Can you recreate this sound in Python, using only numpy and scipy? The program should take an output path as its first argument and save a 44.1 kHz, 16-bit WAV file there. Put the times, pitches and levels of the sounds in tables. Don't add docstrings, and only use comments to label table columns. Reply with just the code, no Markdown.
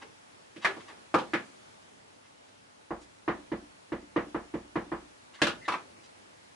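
import sys
import numpy as np
from scipy import signal
from scipy.io import wavfile
from scipy.ndimage import uniform_filter1d

SR = 44100
rng = np.random.default_rng(int(sys.argv[2]) if len(sys.argv) > 2 else 0)


def convert_level_to_amplitude(level_db):
    exponent = np.asarray(level_db, float) / 20
    return 10 ** exponent


def store_pcm(level_fs):
    pcm = np.round(np.clip(level_fs, -1, 1) * 32767).astype(np.int16)
    wavfile.write(sys.argv[1], SR, np.atleast_2d(pcm).T)


N = 289188

# frequency in Hz, density in dB per Hz.
HISS_COLOUR = [(15, -51), (25, -32), (77, -8), (254, -0.5), (1140, -2.5), (6440, -14.5), (11000, -20),
               (14300, -104)]
# frequency in Hz, left-right likeness from -1 to 1.
HISS_LIKENESS = [(60, 1), (130, 0.56), (270, -0.083), (560, -0.68), (1180, -0.54), (2490, -0.29),
                 (5250, 0.0057), (11100, 0.26)]
# time in seconds, level in dB.
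HISS_DRIFT = [(0.0, -60.5), (2.6, -63), (3.4, -62), (6.56, -61)]
# centre in Hz, width in Hz, boost in dB.
AIR_BOOMS = [(97.8, 11.4, 6), (250, 45, 2), (600, 140, 3), (850, 30, 3)]
# frequency in Hz, level in dB.
APPLIANCE_HUMS = [(99, -77.5), (880, -79)]
# start in seconds, level in dB, centre in Hz,
# width in Hz, length in seconds.
SCUFFS = [(0.008, -53, 865, 2320, 0.032), (0.603, -51, 1750, 2570, 0.068), (0.783, -61, 1810, 2500, 0.046),
          (0.868, -55.5, 1030, 2400, 0.049), (2.231, -69, 1500, 2000, 0.047),
          (2.462, -71, 2500, 4000, 0.045), (2.993, -68, 3800, 6000, 0.063), (5.326, -58, 2040, 2920, 0.048),
          (5.382, -58.5, 1350, 900, 0.033), (5.607, -59, 1970, 200, 0.051), (5.644, -54, 1900, 300, 0.022),
          (5.64, -60, 3530, 1200, 0.035), (0.017, -56, 445, 293, 0.023), (0.886, -57.5, 600, 900, 0.041),
          (6.014, -67.5, 3340, 3920, 0.059)]
# start in seconds, blow in dB, table thud in dB re blow, body pitch in Hz,
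# edge tick in dB re blow.
KNOCKS = [(0.561, -50.5, 12.5, 2000, 14), (0.646, -11.5, -45, 1820, -3.5), (0.765, -41.5, 2.5, 990, 2),
          (1.1408, -13.5, -4, 1075, -5), (1.184, -29, -3, 1220, 4.5), (1.334, -15.5, -5.5, 1830, -7),
          (5.4169, -14, -5.5, 1770, 7), (5.467, -20.5, -7, 1600, 7), (5.68, -20.5, -11.5, 1430, 1),
          (5.719, -28.5, -35, 1210, 4.5), (5.735, -28.5, -8, 1240, -2)]
# start in seconds, level in dB, pitch in Hz, 60 dB decay in seconds.
KNOCK_RINGS = [(0.648, -39.5, 392, 0.16), (0.648, -47, 4130, 0.12), (1.144, -33.5, 515, 0.13),
               (1.143, -31, 1220, 0.069), (1.143, -25, 2260, 0.014), (1.336, -39, 2290, 0.04),
               (1.336, -42, 1880, 0.051), (0.648, -38, 794, 0.069), (0.649, -37.5, 1140, 0.08),
               (5.47, -29.5, 1447, 0.06), (5.418, -29, 2700, 0.028), (5.418, -27, 1604, 0.046),
               (5.417, -35, 480, 0.045), (5.418, -23, 587, 0.036)]
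# start in seconds, level in dB.
CASE_ROCKS = [
    (5.682, -23.5),
    (5.72, -30),
    (5.738, -28.5),
]
# start in seconds, blow in dB, table thud in dB re blow, edge tick in dB re
# blow, later table swell in dB re table thud.
TAPS = [
    (2.905, -25.5, -2, -40, -16.5),
    (3.277, -16.5, -3.5, -7.5, -16),
    (3.516, -26.5, 4, -4.5, -15.5),
    (3.919, -26, 1.5, -3, -12.5),
    (4.16, -16.5, 0, -7, -15),
    (4.344, -22.5, -1.5, -13.5, -19.5),
    (4.538, -29.5, 5.5, -3.5, -16.5),
    (4.755, -20, -0.5, -7, -17),
    (4.9164, -23, -1.5, -13.5, -19),
]
# frequency in Hz, level in dB, 60 dB decay in seconds.
CASE_MODES = [(870, -0.5, 0.086), (995, 2.5, 0.069), (1155, 5.5, 0.078), (1289, 4, 0.11), (1570, -2, 0.05),
              (1830, -5, 0.06), (2000, -5, 0.068), (2253, 5.5, 0.043), (2440, -2, 0.06),
              (2630, -1.5, 0.056)]
# frequency in Hz, level in dB, 60 dB decay in seconds.
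FRAME_MODES = [(102.4, -12, 0.29), (133, -8.5, 0.17), (161, -4, 0.16), (179.2, -7, 0.29)]
# frequency in Hz, level in dB, 60 dB decay in seconds.
TOP_MODES = [(200, -9, 0.3), (224.1, -1, 0.23), (261.7, -8, 0.33), (305.7, 9, 0.11), (339.6, 6.5, 0.18),
             (364, -8, 0.34), (441.4, 0, 0.16), (480, 0, 0.17), (526.7, -1, 0.16), (564.6, -1.5, 0.16),
             (610, -0.5, 0.09), (703.6, -16.5, 0.35), (750, -25.5, 0.4)]
# frequency in Hz, level in dB, 60 dB decay in seconds.
LATER_SWELL_MODES = [(235, -8, 0.14), (296, 3, 0.22), (342, -5.5, 0.11)]
# frequency in Hz, level in dB, 60 dB decay in seconds.
STANDING_WAVES = [(689, 1, 0.18), (818, 3, 0.2), (971.5, 0.5, 0.21), (1128, 6, 0.12), (1212, -1, 0.23),
                  (1264, 3, 0.15), (1428, -5, 0.26), (1700, 3, 0.25), (1747, -6.5, 0.29), (1855, 10, 0.085),
                  (2066, 8.5, 0.14), (2460, 8.5, 0.12)]
# frequency in Hz, 60 dB decay in seconds.
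ROOM_DECAY = [(100, 0.81), (300, 0.39), (1000, 0.22), (3000, 0.21), (10000, 0.17)]
# frequency in Hz, left-right likeness.
ROOM_LIKENESS = [(100, 0.57), (300, 0.49), (1000, 0.56), (3000, 0.22), (10000, 0.087)]
# delay in seconds, level in dB.
ECHOES = [(0.0011, -0.5), (0.0033, -8.5), (0.0059, -4), (0.0085, -10)]


def evened(x):
    return x / np.sqrt(np.mean(x ** 2) + 1e-20)


def read(points, hz):
    f, value = np.transpose(points)
    return np.interp(np.log(hz + 1), np.log(f + 1), value)


def add(mix, start_s, sound):
    part = mix[..., round(start_s * SR):][..., :sound.shape[-1]]
    part += sound[..., :part.shape[-1]]


def highpass(x, hz):
    return signal.lfilter(*signal.butter(2, hz / SR * 2, "high"), x)


def pair_noise(frames, size, same, db):
    a, b, c, d = rng.standard_normal((frames, size // 2 + 1, 4)).T
    same = np.clip(same, -1, 1)[:, None]
    left = a + 1j * b
    right = same * left + np.sqrt(1 - same ** 2) * (c + 1j * d)
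    spectra = np.array([left, right]) * convert_level_to_amplitude(db)
    return signal.istft(spectra, nperseg=size, noverlap=3 * size // 4)[1]


def ring(modes, t, turn=0., node_hz=SR):
    out = np.zeros(len(t))
    for k, (hz, db, t60) in enumerate(modes):
        decay = convert_level_to_amplitude(db - 60 * t / t60)
        out += np.sign(node_hz - hz) * decay * np.sin(2 * np.pi * hz * t + turn * k)
    return out / abs(out).max()


def room(wet_db, hollow_db):
    hz = np.fft.rfftfreq(256, 1 / SR)
    frame_s = np.arange(330) * 64 / SR
    tail = pair_noise(330, 256, read(ROOM_LIKENESS, hz), -60 * frame_s / read(ROOM_DECAY, hz)[:, None])
    t = np.arange(tail.shape[1]) / SR
    tail = tail * np.clip(t / 0.0042, 0, 1)
    waves = ring(STANDING_WAVES, t)
    out = convert_level_to_amplitude(wet_db) * tail / np.linalg.norm(tail[0])
    out = out + convert_level_to_amplitude(hollow_db) * waves / np.linalg.norm(waves)
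    out[:, 0] += 1
    for delay_s, db in ECHOES:
        out[:, round(delay_s * SR * rng.uniform(.92, 1.08))] += convert_level_to_amplitude(db) * rng.choice([-1, 1])
    return out


def stir(t):
    wash_db, t60_s, rise_s = -47, 4.2, 0.067
    power = 0
    for start_s, db, *_ in KNOCKS + TAPS:
        age = np.maximum(t - start_s, 0)
        swell = np.clip(age / rise_s, 0, 1)
        power = power + (convert_level_to_amplitude(db + wash_db - 60 * age / t60_s) * swell) ** 2
    return power


def hiss():
    frames = N // 512 + 5
    hz, t = np.fft.rfftfreq(2048, 1 / SR), np.arange(N) / SR
    patches = rng.standard_normal((frames, 1025)).T
    patches = evened(uniform_filter1d(uniform_filter1d(patches, 24, 0), 7, 1))
    colour = read(HISS_COLOUR, hz)
    for centre_hz, width_hz, db in AIR_BOOMS:
        colour = colour + db * np.exp(-((hz - centre_hz) / width_hz) ** 2)
    noise = pair_noise(frames, 2048, read(HISS_LIKENESS, hz), colour[:, None] + 0.95 * patches)[:, :N]
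    waver = evened(uniform_filter1d(rng.standard_normal(N), 4000))
    hum = np.zeros(N)
    for hum_hz, db in APPLIANCE_HUMS:
        hum += convert_level_to_amplitude(db + 1.4 * waver) * np.sqrt(2) * np.sin(2 * np.pi * hum_hz * t + waver)
    coarse_t = t[::64]
    drift = convert_level_to_amplitude(np.interp(coarse_t, *np.transpose(HISS_DRIFT)))
    level = np.sqrt(drift ** 2 + stir(coarse_t))
    return evened(noise) * convert_level_to_amplitude(5.5) * np.repeat(level, 64)[:N] + hum


def scuffs():
    air = np.zeros(N)
    for start_s, db, hz, width_hz, length_s in SCUFFS:
        length = round(length_s * SR)
        grit = rng.standard_normal(6000) * convert_level_to_amplitude(0.94 * rng.exponential(1, 6000))
        edges = hz * np.exp(np.array([-1, 1]) * np.arcsinh(width_hz / hz / 2))
        rub = signal.lfilter(*signal.butter(2, np.clip(edges / SR * 2, .002, .9), "band"), grit)
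        add(air, start_s, convert_level_to_amplitude(db) * evened(rub)[:length] * np.hanning(length))
    return convert_level_to_amplitude(2.0) * signal.fftconvolve(air[None], room(3.8, -12.0), axes=1)[:, :N]


def blow(db, hz, cycles, tick_db, tick_hz, tick_cycles):
    t = np.arange(900) / SR
    age = t * hz / cycles
    body = np.sin(2 * np.pi * hz * t) * age * np.exp(1 - age)
    tick = np.sin(2 * np.pi * tick_hz * t) * np.exp(-t * tick_hz / tick_cycles)
    return convert_level_to_amplitude(db - 5.5) * highpass(body, 300) + convert_level_to_amplitude(db + tick_db - 1.5) * highpass(tick, 1500)


def thud(db, push_s, frame_db=0.):
    t = np.arange(SR // 2) / SR
    push = np.hanning(max(round(push_s * SR), 3))
    stirred = [(hz, mode_db + 1.7 * rng.standard_normal(), t60) for hz, mode_db, t60 in TOP_MODES]
    top = np.array([ring(stirred, t, turn=turn, node_hz=320) for turn in (1.138, 1.227)])
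    frame_level = convert_level_to_amplitude(np.array([[-14.5], [-18.5]]) + frame_db + 1.7 * rng.standard_normal())
    frame = frame_level * ring(FRAME_MODES, t, turn=3.14)
    swell = (top + frame) * (1 - np.exp(-t / 0.0023))
    return convert_level_to_amplitude(db + np.array([[-.8], [.8]])) * signal.fftconvolve(swell, push[None] / push.sum())


def knocks():
    out, air, t = np.zeros((2, N)), np.zeros(N), np.arange(SR // 4) / SR
    for start_s, db, thud_db, hz, tick_db in KNOCKS:
        hit = blow(db, hz, 0.34, tick_db, 2690, 0.48)
        sound = signal.fftconvolve(hit[None], room(14.3, 0.072), axes=1)
        add(out, start_s + 0.00065, convert_level_to_amplitude(0.5) * sound)
        add(out, start_s, thud(db + thud_db, 0.00057, frame_db=-1.0))
    for start_s, db, hz, t60 in KNOCK_RINGS:
        add(air, start_s, convert_level_to_amplitude(db) * ring([(hz, 0, t60)], t))
    for start_s, db in CASE_ROCKS:
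        add(air, start_s, convert_level_to_amplitude(db) * ring(CASE_MODES, t, turn=2.55))
    out = out + signal.fftconvolve(air[None], room(1.8, -10.0), axes=1)[:, :N]
    return highpass(out, 70)


def taps():
    base_hz, hz_per_db = 1172, 5.5
    shake_db, swell_lag_s = -46, 0.108
    out, t = np.zeros((2, N)), np.arange(SR // 2) / SR
    spot = room(18.0, 0.87)
    shake = ring([(38.3, -0.96, 0.38), (63.4, -0.54, 0.52)], t) * np.clip(t / 0.01, 0, 1)
    later_swell = ring(LATER_SWELL_MODES, t) * np.clip(t / 0.0037, 0, 1)
    for start_s, db, thud_db, tick_db, later_swell_db in TAPS:
        hz = base_hz + hz_per_db * (db + tick_db + 37)
        soft = np.convolve(blow(db, hz, 0.3, tick_db, 1650, 1.0), np.hanning(7) / 3)
        sound = signal.fftconvolve(soft[None], spot + 0.66 * room(20.6, -4.0), axes=1)
        add(out, start_s + 0.00148, convert_level_to_amplitude(-7.0) * sound)
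        add(out, start_s, thud(db + thud_db + 1, 0.00088))
        add(out, start_s, convert_level_to_amplitude(shake_db) * shake * convert_level_to_amplitude([[-1.5], [1.5]]))
        add(out, start_s + swell_lag_s, convert_level_to_amplitude(db + thud_db + later_swell_db - 4.5) * later_swell)
    add(out, 5.979, thud(-40, 0.0045))
    return out


def scene():
    return hiss() + scuffs() + knocks() + taps()


def low_pass(x):
    return signal.sosfilt(signal.butter(12, 11670, fs=SR, output="sos"), x)


def record(dry):
    edge = signal.firwin(301, 11250, window=("kaiser", 5), fs=SR)
    mix = signal.oaconvolve(dry, edge[None], "same")
    return low_pass(mix)


dry = scene()
out = record(dry)
store_pcm(out)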